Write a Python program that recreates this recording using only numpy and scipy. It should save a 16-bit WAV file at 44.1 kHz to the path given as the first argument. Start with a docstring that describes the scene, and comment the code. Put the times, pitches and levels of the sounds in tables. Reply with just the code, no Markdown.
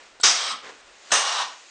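"""Two pneumatic valve vents in a workshop

In a workshop a solenoid ticks, trapped air bursts out as coloured noise with a low thump,
and the cylinder exhausts in a steadier hiss until the stroke ends; then all this happens once more.
Hoses sing as narrow noise, valve bodies ring as decaying sines, and a grainy rustle falls between.
Room noise, a faint leak and handling rumble lie underneath."""
import sys
import numpy as np
from scipy import signal
from scipy.fft import rfft, irfft
from scipy.io import wavfile
from scipy.ndimage import uniform_filter1d

SR = 44100
rng = np.random.default_rng(int(sys.argv[2]) if len(sys.argv) > 2 else 0)


def wav_record(signal):
    """Record a signal, one row per channel, as 16-bit PCM in the file named by sys.argv[1]."""
    frames = np.transpose(np.atleast_2d(signal))
    bounded = np.clip(frames, -1, 1)
    # unit amplitude maps onto the largest positive 16-bit level
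    quanta = np.round(bounded * 32767).astype(np.int16)
    wavfile.write(sys.argv[1], SR, quanta)


def ratio_of_db(decibels):
    """Turn decibels (scalar or array-like) into linear amplitude factors; 0 dB maps to 1."""
    return 10 ** (np.asarray(decibels, float) / 20)


N = 74970  # samples, 1.7 s


def curve(rows):
    """Gain over time, drawn straight in dB between (t/s, level/dB) rows."""
    return ratio_of_db(np.interp(np.arange(N) / SR, *np.array(rows).T))


def colour(x, points, peaks=()):
    """Filters by (f/Hz, level/dB) points plus resonant (f/Hz, width/Hz, lift/dB) peaks; rms 1."""
    hz = np.arange(N // 2 + 1) * SR / N + 1  # the 1 keeps the logarithm finite
    f, db = np.array(points).T
    gain_db = np.interp(np.log(hz), np.log(f), db)
    for f0, width, lift_db in peaks:
        gain_db = gain_db + lift_db / (1 + (2 * (hz - f0) / width) ** 2)
    y = irfft(rfft(x) * ratio_of_db(gain_db), N)
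    return y / np.std(y)


def walk(rate):
    """Random drift around 0: normal draws held for 1 / rate s and smoothed twice."""
    k = int(SR / rate)
    held = np.repeat(rng.standard_normal(N // k + 1), k)
    return 0.74 * uniform_filter1d(uniform_filter1d(held, k), k)[:N]


def air(points, peaks=()):
    """Turbulent air: coloured noise whose level flickers slightly."""
    hiss = colour(rng.standard_normal(N), points, peaks)
    flicker_db = 1 * walk(70)
    return hiss * ratio_of_db(flicker_db)


def shape(start, rise, until, t60):
    """Envelope: linear rise, hold, then exponential fall (all in s)."""
    t = np.arange(N) / SR
    attack = np.clip((t - start) / rise, 0, 1)
    return attack * ratio_of_db(-60 * np.clip(t - until, 0, None) / t60)


def band(hz, width):
    """Narrow noise: two slow noises carried by a sine and cosine whose pitch may move; rms 1."""
    slow = signal.lfilter(*signal.butter(2, width / 2, fs=SR), rng.standard_normal((2, N)))
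    phase = 2 * np.pi * np.cumsum(hz + np.zeros(N)) / SR
    return (slow[0] * np.cos(phase) + slow[1] * np.sin(phase)) / np.std(slow)


def room_noise():
    """Broadband noise of the workshop, its level rising and falling by a few dB."""
    # room noise level: (t/s, level/dB)
    room_levels = [(0, -47.5), (.06, -50.5), (.18, -55.5), (.6, -53.5), (.8, -50), (1.0, -53), (1.1, -48),
                   (1.6, -52.5), (1.7, -53)]
    # room noise spectrum: (f/Hz, density/dB)
    room_spectrum = [(20, -65), (100, -35.5), (180, -19.5), (283, -10.5), (541, -5), (819, -7.5),
                     (1100, -6.5), (1880, -7), (3500, -11.5), (5500, -16.5), (7640, -19.5), (9400, -28.5),
                     (20000, -27)]
    return curve(room_levels) * air(room_spectrum)


def leak():
    """Faint hiss of air through a small gap: turbulence with little bass."""
    # leak level: (t/s, level/dB)
    leak_levels = [(0, -64), (.06, -56.5), (.17, -68), (.75, -54), (.85, -61), (1.0, -54), (1.09, -50),
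                   (1.55, -48), (1.62, -49), (1.7, -51)]
    # leak spectrum: (f/Hz, density/dB)
    leak_spectrum = [(800, -25.5), (2500, -2.5), (3300, -5.5), (4500, -4.5), (5800, -6.5), (6750, -2),
                     (7500, -9), (8500, -16), (9400, -21.5), (20000, -13.5)]
    return curve(leak_levels) * air(leak_spectrum)


def rumble():
    """Low rumble of handling: noise weighted towards the bass."""
    # rumble level: (t/s, level/dB)
    rumble_levels = [(0.0, -73), (0.132, -72), (0.268, -78), (0.538, -75), (0.676, -76), (0.88, -69),
                     (0.998, -78), (1.198, -92), (1.652, -84), (1.7, -84)]
    # rumble spectrum: (f/Hz, density/dB)
    rumble_spectrum = [(10, -18), (30, -4.5), (90, -10.5), (200, -19), (1000, -79)]
    return curve(rumble_levels) * air(rumble_spectrum)


def rustle():
    """Dense uneven grains of something brushed or dragged, with a moving hollow tone."""
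    # rustle level: (t/s, level/dB)
    rustle_levels = [(.615, -53), (.635, -40.5), (.65, -41.5), (.668, -39), (.7, -41), (.73, -46),
                     (.76, -53.5), (.8, -62.5)]
    # grain spectrum: (f/Hz, density/dB)
    rustle_spectrum = [(60, -48), (154, -22), (450, -6), (900, -10), (1500, -6), (2500, -12), (6700, -21.5),
                       (9900, -39), (12900, -78)]
    # path of the hollow tone: (t/s, f/Hz)
    hollow_path = [(.63, 480), (.655, 850), (.67, 1000), (.695, 800), (.73, 1200)]
    grains_per_s, unevenness_db = 9000, 1.5
    grains = (rng.random(N) < grains_per_s / SR) * rng.standard_normal(N)
    grains = grains * ratio_of_db(unevenness_db * walk(150))
    hollow_hz = np.interp(np.arange(N) / SR, *np.array(hollow_path).T)
    hollow = ratio_of_db(-9) * band(hollow_hz, 500)  # 9 dB below the grains
    envelope = curve(rustle_levels) * shape(rustle_levels[0][0], 0.013, rustle_levels[-1][0], .2)
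    return (colour(grains, rustle_spectrum) + hollow) * envelope


def knocks():
    """Dull knocks as each stroke ends: short thuds of narrow low noise."""
    # knocks: (t/s, level/dB, f/Hz, t60/s)
    knock_rows = [(0.514, -52, 230, .4), (1.445, -61, 250, 0.38)]
    out = 0
    for s, db, hz, t60 in knock_rows:
        out = out + ratio_of_db(db) * shape(s, .01, s + 0.0057, t60) * band(hz, hz / 2)
    return out


def solenoids():
    """Solenoid and spool ticks: each rings the valve body modes nearest its centre as decaying sines."""
    # ticks: (t/s, level/dB, centre of the modes struck f/Hz, spread/octaves)
    tick_rows = [(.1990, -33.5, 600, 0.92), (.2010, -37, 4100, 0.18), (.2075, -38, 4100, .2),
                 (.2040, -37, 1490, .2), (0.2117, -27, 7850, .2), (1.1012, -40.5, 6800, .2),
                 (1.1058, -29.5, 1100, 0.84), (1.1165, -13.5, 2900, .4), (1.418, -24, 3200, 0.43)]
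    # valve body modes: (f/Hz, level/dB, t60/s)
    body_modes = [(380, 0, 0.012), (694, -1.5, 0.016), (1000, 3.5, 0.012), (1450, 1, 0.035),
                  (2900, -5.5, 0.012), (3600, -6, 0.011), (4100, -9, 0.023), (5130, -6.5, 0.013),
                  (6800, -10, .012), (7500, -3, 0.019), (8000, 5, 0.015), (9100, -7, .01)]
    rise_s = .0008
    out, t = np.zeros(N), np.arange(N) / SR
    all_phases = rng.random((len(tick_rows), len(body_modes)))  # in cycles
    for (s, db, centre_hz, spread), phases in zip(tick_rows, all_phases):
        since = np.clip(t - s, 0, None)
        attack = np.clip(since / rise_s, 0, 1)
        for (hz, mode_db, t60), phase in zip(body_modes, phases):
            near_db = -6 * (np.log2(hz / centre_hz) / spread) ** 2
            ring = np.sin(2 * np.pi * (hz * since + phase))
            out += attack * ratio_of_db(db + mode_db + near_db - 60 * since / t60) * ring
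    return out


def pilot_air():
    """Thin decaying hiss of pilot air, starting just before each vent opens."""
    # pilot puffs: (start t/s, level/dB, t60/s)
    puffs = [(.199, -41.5, 0.36), (1.105, -38, 0.55)]
    # pilot spectrum: (f/Hz, density/dB)
    pilot_spectrum = [(100, -22), (700, -5), (2200, -1.5), (4200, 8.5), (6000, -2), (8000, 0.5), (9400, -8),
                      (20000, -7)]
    # pilot resonances: (f/Hz, width/Hz, lift/dB)
    pilot_peaks = [(1460, 110, 6.5), (4100, 200, 5.5), (7650, 400, 3.5)]
    out = 0
    for s, db, t60 in puffs:
        out = out + ratio_of_db(db) * shape(s, .001, s, t60) * air(pilot_spectrum, pilot_peaks)
    return out


def hose_tones():
    """Airy hose tone near 1.2 kHz for each vent: narrow noise whose pitch wanders."""
    # tones: (centre f/Hz, level rows of (t/s, level/dB before a 1 dB cut))
    tone_rows = [(1190, [(0.36, -37), (0.366, -36), (0.516, -30), (0.558, -38), (0.592, -56), (0.62, -60)]),
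                 (1114, [(1.2, -32), (1.316, -46), (1.374, -28), (1.422, -27.5), (1.546, -60),
                 (1.58, -74)])]
    width_hz, wander_hz = 260, 50.26  # wander_hz scales the random drift
    out = 0
    for hz, rows in tone_rows:
        envelope = ratio_of_db(-1) * curve(rows) * shape(rows[0][0], .08, rows[-1][0], .2)
        out = out + envelope * band(hz + wander_hz * walk(25), width_hz)
    return out


def whistles():
    """Airy whistles: narrow noise gliding in a straight line from one pitch to another."""
    # glides: (start t/s, end t/s, from f/Hz, to f/Hz, width/Hz, level/dB)
    glides = [(.36, .53, 7500, 8250, 300, -44), (1.19, 1.33, 2860, 2840, 80, -38),
              (1.33, 1.43, 3900, 3700, 250, -36), (1.148, 1.174, 5600, 3500, 500, -25),
              (1.414, 1.425, 2400, 4000, 500, -30)]
    out, t = 0, np.arange(N) / SR
    for s, end, from_hz, to_hz, width, db in glides:
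        glide_hz = np.interp(t, [s, end], [from_hz, to_hz])
        out = out + ratio_of_db(db) * shape(s, .006, end, .03) * band(glide_hz, width)
    return out


def vents():
    """Burst of trapped air, a low thump, then steadier exhaust; at the end the treble dies first."""
    # bursts: (opening t/s, burst level/dB, rise/s, hold/s, t60/s, thump level/dB)
    burst_rows = [(.2316, -9, 0.0085, 0.038, 0.42, -38.5), (1.1158, -13.5, 0.0055, 0.035, 0.38, -34.5)]
    # exhausts: (level at the end/dB, slope over the last second/(dB/s), end t/s,
    # release t60 below the split/s, release t60 above it/s)
    flow_rows = [(-25.5, -15.5, 0.51, 0.37, 0.23), (-23.5, -5.5, 1.413, 0.39, 0.32)]
    # burst spectrum of each vent: (f/Hz, density/dB)
    burst_spectra = [
        [(20, -70), (60, -41.5), (250, -25), (830, -10), (1450, -8), (2100, -8.5), (3600, -7.5), (4200, -10),
         (4900, -3), (6500, -2.5), (7000, -9.5), (8500, -17.5), (9400, -19), (20000, -23.5)],
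        [(20, -75), (60, -65), (250, -21), (616, -3.5), (1750, -5.5), (2450, -7.5), (2900, -3), (4400, -11),
         (5400, -5.5), (6460, -5), (7200, -11), (8500, -8), (9400, -12), (20000, -16)],
    ]
    # exhaust spectrum of each vent: (f/Hz, density/dB)
    flow_spectra = [
        [(20, -71), (60, -47), (230, -27), (440, -10.5), (650, -4.5), (1270, -4.5), (2130, -5), (3300, -3.5),
         (4900, -3.5), (6300, -8.5), (7000, -15), (8000, -12.5), (9400, -22.5), (20000, -20)],
        [(20, -92), (124, -57), (350, -25.5), (600, -9), (1120, -1), (2170, -12.5), (2900, -8.5), (4600, -10),
         (6000, -11.5), (7300, -17), (8300, -21), (9400, -23), (20000, -20.5)],
    ]
    # hose and muffler resonances in each burst: (f/Hz, width/Hz, lift/dB)
    burst_peaks = [
        [(1220, 180, 5.5), (1700, 120, 3.5), (3200, 150, 3), (3753, 150, 7), (4820, 53, 2.5), (5500, 90, -0.5),
         (5570, 80, 6), (5800, 120, 3.5), (6230, 89, 1), (6620, 90, 0.5), (7550, 120, 3)],
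        [(1260, 120, 5.5), (1820, 100, 6), (2806, 30, 7.5), (3220, 49, -0.5), (3670, 80, 10), (5200, 80, -4),
         (5200, 90, 13.5), (5910, 80, 8), (6450, 150, 10), (8290, 150, 4), (8800, 240, -1)],
    ]
    # hose and muffler resonances in each exhaust: (f/Hz, width/Hz, lift/dB)
    flow_peaks = [
        [(674, 21, 4), (2300, 82, 2.6), (3200, 190, 6.2), (3810, 100, 3.4), (3980, 84, 2.6), (4850, 100, 4.1),
         (5200, 130, 7.4), (5590, 140, 6.8), (6300, 68, 2.9), (7600, 170, 5.9), (8420, 220, 5)],
        [(800, 61, 2.4), (1870, 78, 6.1), (2290, 50, 4.9), (2867, 36, 8.7), (3560, 66, 6.9), (3950, 200, 5),
         (5600, 90, 7.7), (5640, 150, 3), (5970, 88, 4), (6330, 80, 4), (7700, 200, 4.2)],
    ]
    split_hz = 2500
    thump_spectrum = [(20, -25), (180, 0), (600, -6), (2000, -30), (20000, -90)]  # (f/Hz, level/dB)
    out, t = 0, np.arange(N) / SR
    for i, (s, burst_db, rise, hold, t60, thump_db) in enumerate(burst_rows):
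        flow_db, slope, end, low_t60, high_t60 = flow_rows[i]
        burst = ratio_of_db(burst_db) * shape(s, rise, s + hold, t60) * air(burst_spectra[i], burst_peaks[i])
        sagging = ratio_of_db(flow_db + slope * np.clip(t - end, -1, 0))
        opening = shape(s, rise, 2, 1)  # held past the end of the scene; the release below closes it
        jet = burst + sagging * opening * air(flow_spectra[i], flow_peaks[i])
        low = uniform_filter1d(jet, int(SR / split_hz / 2))
        high = jet - low
        out = out + low * shape(0, 1e-3, end, low_t60) + high * shape(0, 1e-3, end, high_t60)
        thump = colour(rng.standard_normal(N), thump_spectrum)
        out = out + ratio_of_db(thump_db) * shape(s, 0.0036, s + 0.014, 0.098) * thump
    return out


def room(x):
    """Direct sound plus a dull decaying scatter of reflections, as noise convolved with it."""
    t60_s, tail_db, dull_hz = 0.39, -15.5, 5000
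    t = np.arange(SR // 2) / SR
    tail = rng.standard_normal(len(t)) * ratio_of_db(-60 * t / t60_s) * np.clip(t / 0.0027, 0, 1)
    tail = signal.lfilter(*signal.butter(1, dull_hz, fs=SR), tail)
    return x + ratio_of_db(tail_db) * signal.fftconvolve(x, tail / np.linalg.norm(tail))[:N]


def scene():
    """Background noises stay dry; every other source sounds in the room."""
    floor = room_noise() + leak() + rumble()
    events = rustle() + knocks() + solenoids() + pilot_air() + hose_tones() + whistles() + vents()
    return (room(events) + floor)[None]


def top_cut(x):
    """Nothing passes above the cut-off."""
    return signal.sosfilt(signal.butter(12, 10050, fs=SR, output="sos"), x)


def record(dry):
    """Gain control turns loud passages down and rounds peaks; the microphone loses the top."""
    # microphone response: (f/Hz, level/dB)
    mic_response = [(20, -1), (9000, 1), (9500, -7.5), (9800, -17.5), (10050, -27), (20000, -80)]
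    threshold_db, ratio, window_s = -32, 1.327, 0.12
    ceiling, top_hz = .9, 10050
    k = np.exp(-1 / (window_s * SR))
    power = signal.lfilter([1 - k], [1, -k], dry ** 2)
    over = power / ratio_of_db(2 * threshold_db)
    held = dry[0] * (1 + over[0]) ** (-(1 - 1 / max(ratio, 1)) / 2)
    held = ceiling * np.tanh(held / ceiling)
    dull = np.std(held) * colour(held, mic_response)[None]  # same rms as before the microphone
    steep = signal.ellip(10, .2, 80, top_hz, fs=SR, output="sos")
    return top_cut(signal.sosfilt(steep, dull))


dry = scene()
out = record(dry)
wav_record(out)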